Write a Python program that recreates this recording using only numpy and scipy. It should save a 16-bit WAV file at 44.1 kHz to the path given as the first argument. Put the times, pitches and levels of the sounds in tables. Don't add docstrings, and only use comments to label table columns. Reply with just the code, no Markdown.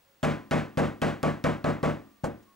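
import sys
import numpy as np
from scipy import signal
from scipy.fft import irfft, next_fast_len
from scipy.io import wavfile
from scipy.ndimage import uniform_filter1d, minimum_filter1d

SR = 44100
rng = np.random.default_rng(int(sys.argv[2]) if len(sys.argv) > 2 else 0)


def generate_wav(sig):
    pcm = np.round(np.clip(np.atleast_2d(sig).T, -1, 1) * 32767).astype(np.int16)
    wavfile.write(sys.argv[1], SR, pcm)


N = 112454

# (frequency [Hz], correlation [clipped to 1 in use])
MIC_LIKENESS = [(25, 12.5), (70, 5), (160, 2.3), (300, 3.75), (640, 1.76), (1400, 1), (3100, 1.16),
                (7000, .78), (11000, 1), (13000, 2)]
# (frequency [Hz], relative level [dB])
CLOTH_COLOUR = [(1000, 0), (3000, -2), (7000, 2), (10000, -6), (13500, -13), (16000, -30)]
PAD_RISE_S = .0015


def mallet():
    # (time [s], force [dB], treble [dB], click [dB], click pitch [Hz], boom [dB], thump [dB],
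    # clack [dB], scuff [dB], knock [dB], stamp resonance [Hz], its lift [dB])
    blows = [(0.2299, -2.5, 0.5, -12, 6200, -0.5, -2.5, 1.5, 5, -28, 2340, 1),
             (0.5107, -2.5, 0, 2, 3570, -1, -3, 4, -11, 5.5, 3060, 1.5),
             (0.7728, -0.5, -3, -9, 6000, -3.5, 4, -20, 4.5, 5.5, 930, -0.5),
             (1.0174, -3.5, 0.5, -2, 6860, -3, -5, -7, -4, 0.5, 2510, 1),
             (1.2302, -4.5, -2, 10, 5070, -1.5, -3, 1.5, -8, 4, 1190, 1),
             (1.4408, -3.5, -2.5, 6.5, 4280, -3, 2, -17, -11, 7.5, 1610, 1.5),
             (1.6422, -3.5, -4, -10, 4800, -2.5, -2, 3, -23, -12, 1360, 2),
             (1.8299, -3.5, -3, -8, 7000, -2, 3.5, 5, -2, 6, 1800, 0),
             (2.2363, -12, -12, -14, 5000, -9, 10, 11.5, 8, -3, 2810, 0.5)]
    # (frequency [Hz], level [dB], t60 [s])
    table_modes = [(153.54, 5, .25), (188.4, 1.5, 0.21), (237.46, -1, 0.24), (239.9, -5.5, 0.087),
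                   (272.4, -18, 0.58), (442.5, -12, .3), (555, -9.5, 0.16), (588, -12, 0.28),
                   (670.4, -17.5, 0.32), (798.7, -10, 0.23), (1017, -21.5, 0.44), (1140, -10, 0.23),
                   (1264, -15, 0.22), (1421, -27, 0.12)]
    # (frequency [Hz], level [dB], t60 [s])
    room_modes = [(64.8, -11, 0.28), (105.1, -9.5, 0.34), (216, -12, 0.45), (296.8, -17.5, 0.42),
                  (314.3, -19, 0.47), (359.4, -17, 0.46), (475.6, -8, 0.24), (638, -26, 0.27)]
    # (frequency [Hz], level [dB], t60 [s])
    loose_modes = [(200, -41, 2.2), (1168, -49.5, 2.1), (1840, -52, 2.1)]
    # (frequency [Hz], relative level [dB])
    clack_colour = [(30, -30), (120, -12), (280, -2.5), (500, 18.5), (900, 7.5), (1600, 1), (3000, -20.5),
                    (7000, -23.5), (15000, -50)]
    alike_hz, treble_hz = 840, 1250
    ring_s, stamp_octaves, spread_db_per_octave = .7, .53, 1.3
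    t = np.arange(next_fast_len(round(ring_s * SR))) / SR
    hz = np.fft.rfftfreq(len(t), 1 / SR)
    alike = 1 / (1 + (hz / alike_hz) ** 2)
    treble = 1 - 1 / (1 + (hz / treble_hz) ** 2)
    shared = [random_spectra(len(hz)), random_spectra(len(hz))]
    low_cut = signal.butter(2, 73, "high", fs=SR)
    push, *modes = signal.lfilter(*low_cut, [thump(t)] + [boom(t, [mode]) for mode in table_modes])
    spread_db = spread_db_per_octave * np.log2(np.array(table_modes)[:, 0] / table_modes[0][0])
    end_fade = 1 - (t / t[-1]) ** 10
    ringing = (boom(t, room_modes) + boom(t, loose_modes)) * end_fade
    out = np.zeros((2, N))
    for (s, force_db, treble_db, click_db, click_hz, boom_db, thump_db,
         clack_db, scuff_db, knock_db, stamp_hz, stamp_db) in blows:
        near, far = [np.sqrt(alike) * z + np.sqrt(1 - alike) * random_spectra(len(hz)) for z in shared]
        resonance = np.exp(-.5 * (np.log2((hz + 1) / stamp_hz) / stamp_octaves) ** 2)
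        gain = mic_pair(hz) * amp(treble_db * treble + stamp_db * resonance)
        table = np.tensordot(amp(spread_db * rng.uniform(-1, 1, len(table_modes))), modes, 1)
        clack = amp(clack_db - 11.5) * pad_burst(t, near, gain, clack_colour, t60=.034)
        rub = pad_burst(t, random_spectra(len(hz)), mic_pair(hz), CLOTH_COLOUR, t60=.12)
        scuff = amp(scuff_db - 40) * rub
        body = amp(boom_db) * table + amp(thump_db) * push + amp(knock_db) * knock(t)
        crunch = amp(stamp_db) * crackle(t, gain)
        add(out, s, amp(force_db) * (crunch + clack + scuff + body + ringing + room(t, far, gain)))
        add(out, s - .00014, amp(click_db) * click(t, click_hz))
    return out


def click(t, hz, decay_s=.00013, echo_s=.0063, echo_db=-7):
    band = signal.butter(2, [hz / 2, min(2 * hz, .3 * SR)], "band", fs=SR, output="sos")
    grit = signal.sosfilt(band, rng.standard_normal(len(t)))
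    snap = np.sin(2 * np.pi * hz * t) * np.exp(-t / decay_s) + .41 * grit * np.exp(-t / (10 * decay_s))
    echo = amp(echo_db) * np.roll(snap, round(echo_s * SR))
    return amp(-30.5) * (np.array([snap, snap]) + echo)


def crackle(t, gain, decay_s=.005):
    # (frequency [Hz], relative level [dB])
    colour = [(200, -31), (1000, 1), (1900, 3.5), (3600, -0.5), (7000, -12), (15000, -26.5)]
    noise = stereo_noise(random_spectra(len(t) // 2 + 1), colour, MIC_LIKENESS, gain, len(t))
    return amp(-30) * np.exp(-t / decay_s) * noise


def pad_burst(t, spectra, gain, colour, t60, delay_s=.0042):
    age = np.maximum(t - delay_s, 0)
    envelope = amp(-60 * age / t60) * (1 - np.exp(-age / PAD_RISE_S))
    return envelope * stereo_noise(spectra, colour, MIC_LIKENESS, gain, len(t))


def knock(t, hz=520, t60=.042, delay_s=.00529):
    age = np.maximum(t - delay_s, 0)
    return amp(-14 - 60 * age / t60) * (1 - np.exp(-age / PAD_RISE_S)) * stereo_tone(age, hz)


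def thump(t, hz=161.4, peak_s=.0023):
    return amp(-19) * t / peak_s * np.exp(1 - t / peak_s) * stereo_tone(t, hz)


def boom(t, modes, swell_cycles=4.8):
    return amp(-10) * sum(amp(db - 60 * t / t60) * (1 - np.exp(-t * hz / swell_cycles))
                          * stereo_tone(t, hz) for hz, db, t60 in modes)


def room(t, spectra, gain, delay_s=.0035, rise_s=.0038):
    # (frequency [Hz], relative level [dB])
    colour = [(25, -44), (60, -9), (130, -2), (230, 7.5), (380, -4), (600, -0.5), (950, -7), (1500, -7.5),
              (2400, -15), (4500, -28), (7500, -31.5), (11000, -42), (15000, -55)]
    # (frequency [Hz], t60 [s])
    decay_times = [(60, 0.38), (200, 0.25), (350, 0.34), (700, 0.33), (1500, 0.33), (4000, .33), (8000, .3),
                   (14000, 0.3)]
    noise = stereo_noise(spectra, colour, MIC_LIKENESS, gain, len(t))
    hz, age, frames = signal.stft(noise, SR, nperseg=512)
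    decay = amp(-60 * age / value_at(decay_times, hz)[:, None])
    tail = signal.istft(frames * decay, SR, nperseg=512)[1][:, :len(t)]
    onset = 1 - np.exp(-np.maximum(t - delay_s, 0) / rise_s)
    return amp(-12.5) * onset * tail


def fingers(peak_s=.006):
    # (time [s], level [dB])
    brushes = [(2.157, -80), (2.425, -69)]
    t, out = np.arange(8192) / SR, np.zeros((2, N))
    envelope = t / peak_s * np.exp(1 - t / peak_s)
    for s, db in brushes:
        rub = stereo_noise(random_spectra(len(t) // 2 + 1), CLOTH_COLOUR, MIC_LIKENESS, amp(db), len(t))
        add(out, s, envelope * rub)
    return out


def background():
    # (frequency [Hz], relative level [dB])
    colour = [(25, -18), (60, -11.5), (120, -12.5), (300, -14.5), (600, -12), (1200, -15), (2500, -19),
              (6000, -24.5), (14000, -30.5)]
    # (frequency [Hz], correlation [0 to 1])
    likeness = [(60, 1), (240, 0.72), (1000, 0.29), (4000, 0.3), (13000, 1)]
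    # (start [s], length [s], frequency [Hz], level [dB])
    far_tones = [(0.032, 0.13, 549, -70.5), (2.457, 0.1, 1100, -64)]
    air = stereo_noise(random_spectra(N // 2 + 1), colour, likeness, amp(-66.5), N)
    for s, length, hz, db in far_tones:
        t = np.arange(0, length, 1 / SR)
        tone = np.sqrt(2) * amp(db) * np.sin(np.pi * t / length) * np.sin(2 * np.pi * hz * t)
        add(air, s, np.array([tone, tone]))
    return air


def mic_pair(hz):
    # (frequency [Hz], left minus right [dB])
    balance = [(30, -60), (65, -1), (170, 1.6), (450, 1.1), (1300, 0.5), (8000, 0.8), (14000, -1)]
    # (frequency [Hz], left lead [rad])
    lead = [(30, 0), (150, 0.88), (260, 1.03), (520, 1.36), (1120, 0.88), (3400, 0.8), (9000, .02)]
    half = amp(value_at(balance, hz) / 2) * np.exp(.5j * value_at(lead, hz))
    return np.array([half, 1 / half])


def stereo_tone(t, hz):
    return (1j * mic_pair(hz)[:, None] * np.exp(2j * np.pi * hz * t)).real


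def stereo_noise(spectra, colour, likeness, gain, size):
    hz = np.fft.rfftfreq(size, 1 / SR)
    correlation = np.clip(value_at(likeness, hz), -1, 1)
    shape = amp(value_at(colour, hz))
    mid = np.sqrt((1 + correlation) / 2) * spectra[0]
    side = np.sqrt((1 - correlation) / 2) * spectra[1]
    noise = irfft(np.array([mid + side, mid - side]) * shape * gain, size)
    return noise * size / (2 * np.linalg.norm(shape))


def random_spectra(size):
    return rng.standard_normal((2, size)) + 1j * rng.standard_normal((2, size))


def amp(db):
    return 10 ** (np.asarray(db) / 20)


def value_at(points, hz):
    f, value = np.transpose(points)
    return np.interp(np.log(hz + 1), np.log(f), value)


def add(mix, s, sound):
    part = mix[:, round(s * SR):][:, :sound.shape[1]]
    part += sound[:, :part.shape[1]]


def scene():
    return mallet() + fingers() + background()


def record(dry):
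    limit_db, attack_s, recover_db_per_s = -15.5, .0021, 175
    whine_hz, whine_db, edge_hz = 15625, -73, 16300
    t, span = np.arange(N) / SR, round(attack_s * SR)
    over_db = np.maximum(20 * np.log10(abs(dry).max(0) + 1e-9) - limit_db, 0)
    held_db = np.maximum.accumulate(over_db + recover_db_per_s * t) - recover_db_per_s * t
    limited = dry * amp(uniform_filter1d(minimum_filter1d(-held_db, span), span))
    whine = np.sqrt(2) * amp(whine_db) * np.sin(2 * np.pi * whine_hz * t)
    low_pass = signal.firwin(511, edge_hz, window=("kaiser", 9), fs=SR)
    return signal.oaconvolve(limited + whine, low_pass[None], "same")


dry = scene()
out = record(dry)
generate_wav(out)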